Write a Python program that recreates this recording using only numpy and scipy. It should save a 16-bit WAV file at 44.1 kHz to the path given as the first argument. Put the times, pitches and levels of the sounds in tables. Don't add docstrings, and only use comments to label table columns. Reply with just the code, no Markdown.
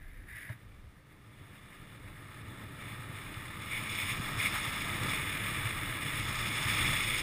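import sys
import numpy as np
from scipy import signal
from scipy.fft import rfft, irfft
from scipy.io import wavfile

SR = 44100
rng = np.random.default_rng(int(sys.argv[2]) if len(sys.argv) > 2 else 0)


def bounce(signal):
    frames = np.transpose(np.atleast_2d(signal))
    limited = np.clip(frames, -1, 1)
    pcm = np.round(limited * 32767).astype(np.int16)
    wavfile.write(sys.argv[1], SR, pcm)


N = 318402
TIME = np.arange(N) / SR
FREQS = np.arange(N // 2 + 1) * SR / N

# (frequency [Hz], half width [Hz], gain under flat bases [dB], gain under an edge [dB])
CASE_MODES = [(630, 85, -7.5, -39), (874, 77, -4.5, -21), (1042, 45, -3.5, -15), (1245, 137, 3, -9),
              (1797, 237, 1, -12.5), (2175, 220, -1.0, 1.5), (2408, 107, -4.5, -1), (2837, 264, -8, -7),
              (3482, 151, -4.5, -2), (3785, 255, -11.5, -16), (4510, 550, -22.5, -25.5),
              (5190.0, 286, -18.5, -18), (6800, 360, -20.5, -19), (7820, 630, -23, -29),
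              (8474, 195, -12, -9), (9100, 150, -17.5, -14), (9790.0, 307, -11.5, -11),
              (10640, 250, -15.5, -43.5), (12200, 1400, -32.5, -58), (13200, 130, -14.5, -32),
              (14230, 240, -12.5, -13), (14950.0, 320, -21, -20)]
FLAT_MODES, EDGE_MODES = np.array(CASE_MODES)[:, [0, 1, 2]], np.array(CASE_MODES)[:, [0, 1, 3]]
# (time [s], level [dB])
SKI_DRIVE = [(0, -31), (.64, -25), (1.03, -30), (1.55, -20), (2.3, -17), (2.8, -13.5), (3.25, -10),
             (3.62, -10), (4.25, -3), (4.7, -3), (5.15, -4.5), (6.1, -5), (6.85, 0.5), (7.1, -5.5)]


def undb(db):
    return 10 ** (np.asarray(db) / 20)


def unit(x):
    return x / np.sqrt(np.mean(x ** 2))


def drive():
    return undb(np.interp(TIME, *np.transpose(SKI_DRIVE)))


def wander(rate_hz):
    return unit(irfft(rfft(rng.standard_normal(N)) / (1 + (FREQS / rate_hz) ** 4), N))


def stroke(start, length, attack_s, release_s):
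    age = TIME - start
    return np.clip(age / attack_s, 0, 1) * np.exp(-np.maximum(age - length, 0) / release_s)


def strokes(rows, attack_s, release_s, arch_db=0):
    power = 0
    for start, length, db in rows:
        arch = np.sin(np.pi * np.clip((TIME - start) / length, 0, 1)) ** 2
        power += (undb(db + arch_db * arch) * stroke(start, length, attack_s, release_s)) ** 2
    return np.sqrt(power)


def resonances(modes):
    return np.sqrt(sum(undb(db) ** 2 / (1 + ((FREQS - hz) / width) ** 2) ** 2 for hz, width, db in modes))


def ring(x, gain):
    cepstrum = irfft(np.log(gain + 1e-7), N)
    cepstrum[1:N // 2] *= 2
    cepstrum[N // 2 + 1:] = 0
    return irfft(rfft(x) * np.exp(rfft(cepstrum)), N)


def coloured(spectrum):
    hz, db = np.transpose(spectrum)
    gain = undb(np.interp(np.log(FREQS + 1), np.log(hz), db))
    return unit(ring(rng.standard_normal(N), gain))


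def crush(per_s, scatter_db, powder):
    hit = rng.random(N) < per_s / SR
    size = undb(scatter_db * np.minimum(rng.exponential(size=N), 5))
    sign = np.sign(rng.standard_normal(N))
    return unit(hit * size * sign) + powder * rng.standard_normal(N)


def through_case(force, modes, null_hz=6040, null_width_hz=260, null_depth=0.86):
    null = 1 - null_depth * np.exp(-((FREQS - null_hz) / null_width_hz) ** 2)
    return unit(ring(force, resonances(modes) * null))


def hiss(level_db=-68.5):
    # (frequency [Hz], relative level [dB])
    spectrum = [(300, 7), (700, 5), (1500, 4), (3000, -3), (5000, -7), (8000, -13.5), (15000, -13)]
    return undb(level_db) * coloured(spectrum)


def wind(airflow_db=-53.5, drive_exponent=0.42, puff_db=1.5):
    # (frequency [Hz], relative level [dB])
    spectrum = [(8, -26), (20, -1.5), (28, 7.5), (42, -4.5), (70, -1), (100, -6), (200, -34.5), (500, -48),
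                (2000, -63)]
    # (start [s], length [s], level [dB])
    gust_events = [(-.05, 0.25, -46), (.14, 0.2, -49.5), (.58, 0.3, -50.5), (2.0, 0.088, -49.5),
                   (3.88, 0.2, -52), (4.1, 0.16, -45), (4.45, 1.46, -51.5), (6.1, 0.36, -54),
                   (6.66, 0.67, -47)]
    airflow = undb(airflow_db) * drive() ** drive_exponent
    gusts = strokes(gust_events, attack_s=0.096, release_s=0.028)
    return unit(coloured(spectrum) * undb(puff_db * wander(7))) * np.hypot(airflow, gusts)


def ride(level_db=-40, drive_exponent=0.66, uneven_db=1.06):
    # (frequency [Hz], half width [Hz], relative gain [dB])
    mount_modes = [(109.7, 24.8, 0.5), (149.5, 31, -7.5), (202.7, 25.3, -9.5), (291, 55, -11.5),
                   (399, 238, -19.5)]
    shake = rng.standard_normal(N) * undb(uneven_db * wander(17))
    return unit(ring(shake, resonances(mount_modes))) * undb(level_db) * drive() ** drive_exponent


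def bumps(mount_hz=112, rise_s=0.0071):
    # (time [s], peak [dB])
    jolts = [(.498, -33), (2.992, -36), (3.366, -36.5), (4.675, -34.5), (5.651, -29.5), (6.138, -32.5),
             (6.192, -35), (6.654, -30.5), (7.046, -42)]
    out = np.zeros(N)
    for start, db in jolts:
        age = np.maximum(TIME - start, 0)
        swing = age / rise_s * np.exp(1 - age / rise_s)
        out += undb(db) * swing * np.sin(2 * np.pi * mount_hz * age)
    return out


def slap(start_s=0.492, peak_db=-38.5, decay_s=0.013):
    # (frequency [Hz], half width [Hz], relative gain [dB])
    knock_modes = [(630, 50, -5), (910, 90, -10), (1260, 110, -11), (1780, 210, -1), (3300, 790, -24),
                   (10000, 3000, -34)]
    age = TIME - start_s
    force = rng.standard_normal(N) * (age >= 0) * np.exp(-np.abs(age) / decay_s)
    knock = ring(force, resonances(knock_modes))
    return knock / np.abs(knock).max() * undb(peak_db)


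def crumbs(centre_hz=5600, width_hz=2600, decay_s=0.0011):
    # (time [s], peak [dB])
    cracks = [(.398, -45), (3.342, -34), (3.726, -33), (3.958, -42), (4.017, -33), (4.434, -28),
              (4.47, -23), (4.539, -28), (4.769, -44), (5.035, -26), (6.405, -28), (7.167, -35)]
    click = ring(1.0 * (TIME == 0), resonances([(centre_hz, width_hz, 0)]))
    tick = through_case(click, FLAT_MODES)[:SR // 50]
    decay = np.exp(-TIME[:len(tick)] / decay_s)
    out = np.zeros(N)
    for start, db in cracks:
        snap = signal.fftconvolve(tick, rng.standard_normal(len(tick)) * decay)
        first = int(start * SR)
        out[first:first + len(snap)] += (undb(db) * snap / np.abs(snap).max())[:N - first]
    return out


def spray(centre_hz=5600, width_hz=1800, patchy_db=2.0, flutter_db=1.0):
    grains = crush(per_s=2500, scatter_db=2.5, powder=0.21)
    handfuls = undb(patchy_db * wander(30) + flutter_db * wander(80))
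    force = ring(grains * handfuls, resonances([(centre_hz, width_hz, 0)]))
    return through_case(force, EDGE_MODES)


def skidding():
    # (start [s], length [s], level at the ends [dB])
    slides = [(-.05, .33, -62), (.258, 0.27, -51), (.95, 0.033, -63), (1.09, 0.031, -60), (2.03, 0.29, -64),
              (4.85, 1.4, -50), (6.55, 0.29, -48)]
    return strokes(slides, attack_s=0.039, release_s=0.022, arch_db=3.5)


def skid(chatter_db=1.5):
    # (frequency [Hz], half width [Hz], relative gain [dB])
    skid_modes = [(850.0, 480, -26), (1220, 60.0, -18), (1706, 120.0, 2.5), (1950, 230, 1.5),
                  (2120, 300, -5.5), (2950.0, 530.0, -20), (3720, 100, -14), (4900, 520.0, -26),
                  (6990.0, 530.0, -29), (8410.0, 400.0, -22.5), (10060, 240, -9.5), (14000, 390, -13)]
    force = crush(per_s=3300, scatter_db=3.0, powder=0.53) / undb(chatter_db * wander(80))
    return through_case(force, skid_modes)


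def catches(ramp_s=0.018, chatter_db=1.6):
    # (start [s], length [s], level [dB])
    snags = [(3.715, 0.086, -38.5), (3.902, 0.022, -39.5), (3.97, 0.069, -37), (4.064, .08, -40),
             (4.393, 0.045, -34.5), (4.445, 0.034, -30), (6.814, 0.055, -42), (6.903, 0.02, -44)]
    # (frequency [Hz], half width [Hz], relative gain [dB])
    ski_modes = [(2220, 230, 5.5), (3550, 200, -6), (9800, 400, 0), (14300, 500, 0)]
    grip = 0
    for start, length, db in snags:
        inside_s = np.minimum(TIME - start, start + length - TIME)
        grip += undb(db) * np.clip(inside_s / ramp_s + 0.5, 0, 1)
    force = crush(per_s=5000, scatter_db=1.0, powder=0.52) * undb(chatter_db * wander(140))
    ski = ring(force, 1.5 + resonances(ski_modes))
    return through_case(ski, EDGE_MODES) * grip


def firmness(ramp_s=0.028):
    # (start [s], length [s], change in rasp [dB], change in shaking [dB])
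    patches = [(.05, .2, -0.5, 2), (2.35, 0.55, 0.5, 1.5), (4.53, 0.024, 6.5, -2.5), (4.86, 0.19, 2, 2),
               (4.992, 0.24, 0.5, 3), (5.347, .38, 0, 1.5), (6.01, 0.33, -0.5, 1), (6.79, .13, 0.5, 2),
               (7.046, .18, -0.5, 3)]
    return undb(sum(np.outer([rasp_db, shake_db], stroke(start, length, ramp_s, ramp_s))
                    for start, length, rasp_db, shake_db in patches))


def glide(level_db=-37, patchy_db=0.9, grain_db=0.74):
    grains = crush(per_s=9000, scatter_db=3.0, powder=0.7)
    texture = undb(patchy_db * wander(11.4) + grain_db * wander(140))
    return through_case(grains * texture, FLAT_MODES) * drive() * undb(level_db)


def carving(attack_s=0.03, release_s=0.05):
    # (start [s], length [s], edge [dB], thrown snow [dB], swell [dB/s])
    carves = [(0.343, 0.058, -65, -63, -20), (1.236, 0.71, -68, -91, 8), (2.772, .15, -49, -78, -20),
              (3.13, 0.46, -53, -65, -4), (3.593, .28, -46.5, -59, 9), (3.871, 0.26, -43, -48, 11),
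              (4.15, 0.27, -53, -49, 0), (4.364, 0.79, -41, -44.5, -4), (5.071, 0.895, -38, -61, -5),
              (5.99, 0.18, -39.5, -55, 6), (6.164, 0.51, -42, -44.5, 7), (6.666, 0.53, -34, -40, -1)]
    power = 0
    for start, length, edge_db, spray_db, swell in carves:
        press = stroke(start, length, attack_s, release_s) * undb(swell * np.clip(TIME - start, 0, length))
        power += np.outer(undb([edge_db, spray_db]), press) ** 2
    return np.sqrt(power)


def edges(patchy_db=1.0, chatter_db=1.5):
    grains = crush(per_s=5000, scatter_db=2.0, powder=0.41)
    bursts = undb(patchy_db * wander(19) + chatter_db * wander(87))
    return through_case(grains * bursts, EDGE_MODES)


def scene(skid_spray_db=-28):
    bite, carve_spray = carving()
    rasp, shaking = firmness()
    brush = skidding()
    thrown = np.hypot(carve_spray, undb(skid_spray_db) * brush)
    skis = rasp * glide() + bite * edges() + brush * skid() + catches()
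    snow = skis + thrown * spray() + crumbs() + slap()
    return (snow + shaking * ride() + bumps() + wind() + hiss())[None]


def record(dry, top_hz=15300):
    return signal.sosfilt(signal.ellip(12, 0.1, 80, top_hz, fs=SR, output="sos"), dry)


dry = scene()
out = record(dry)
bounce(out)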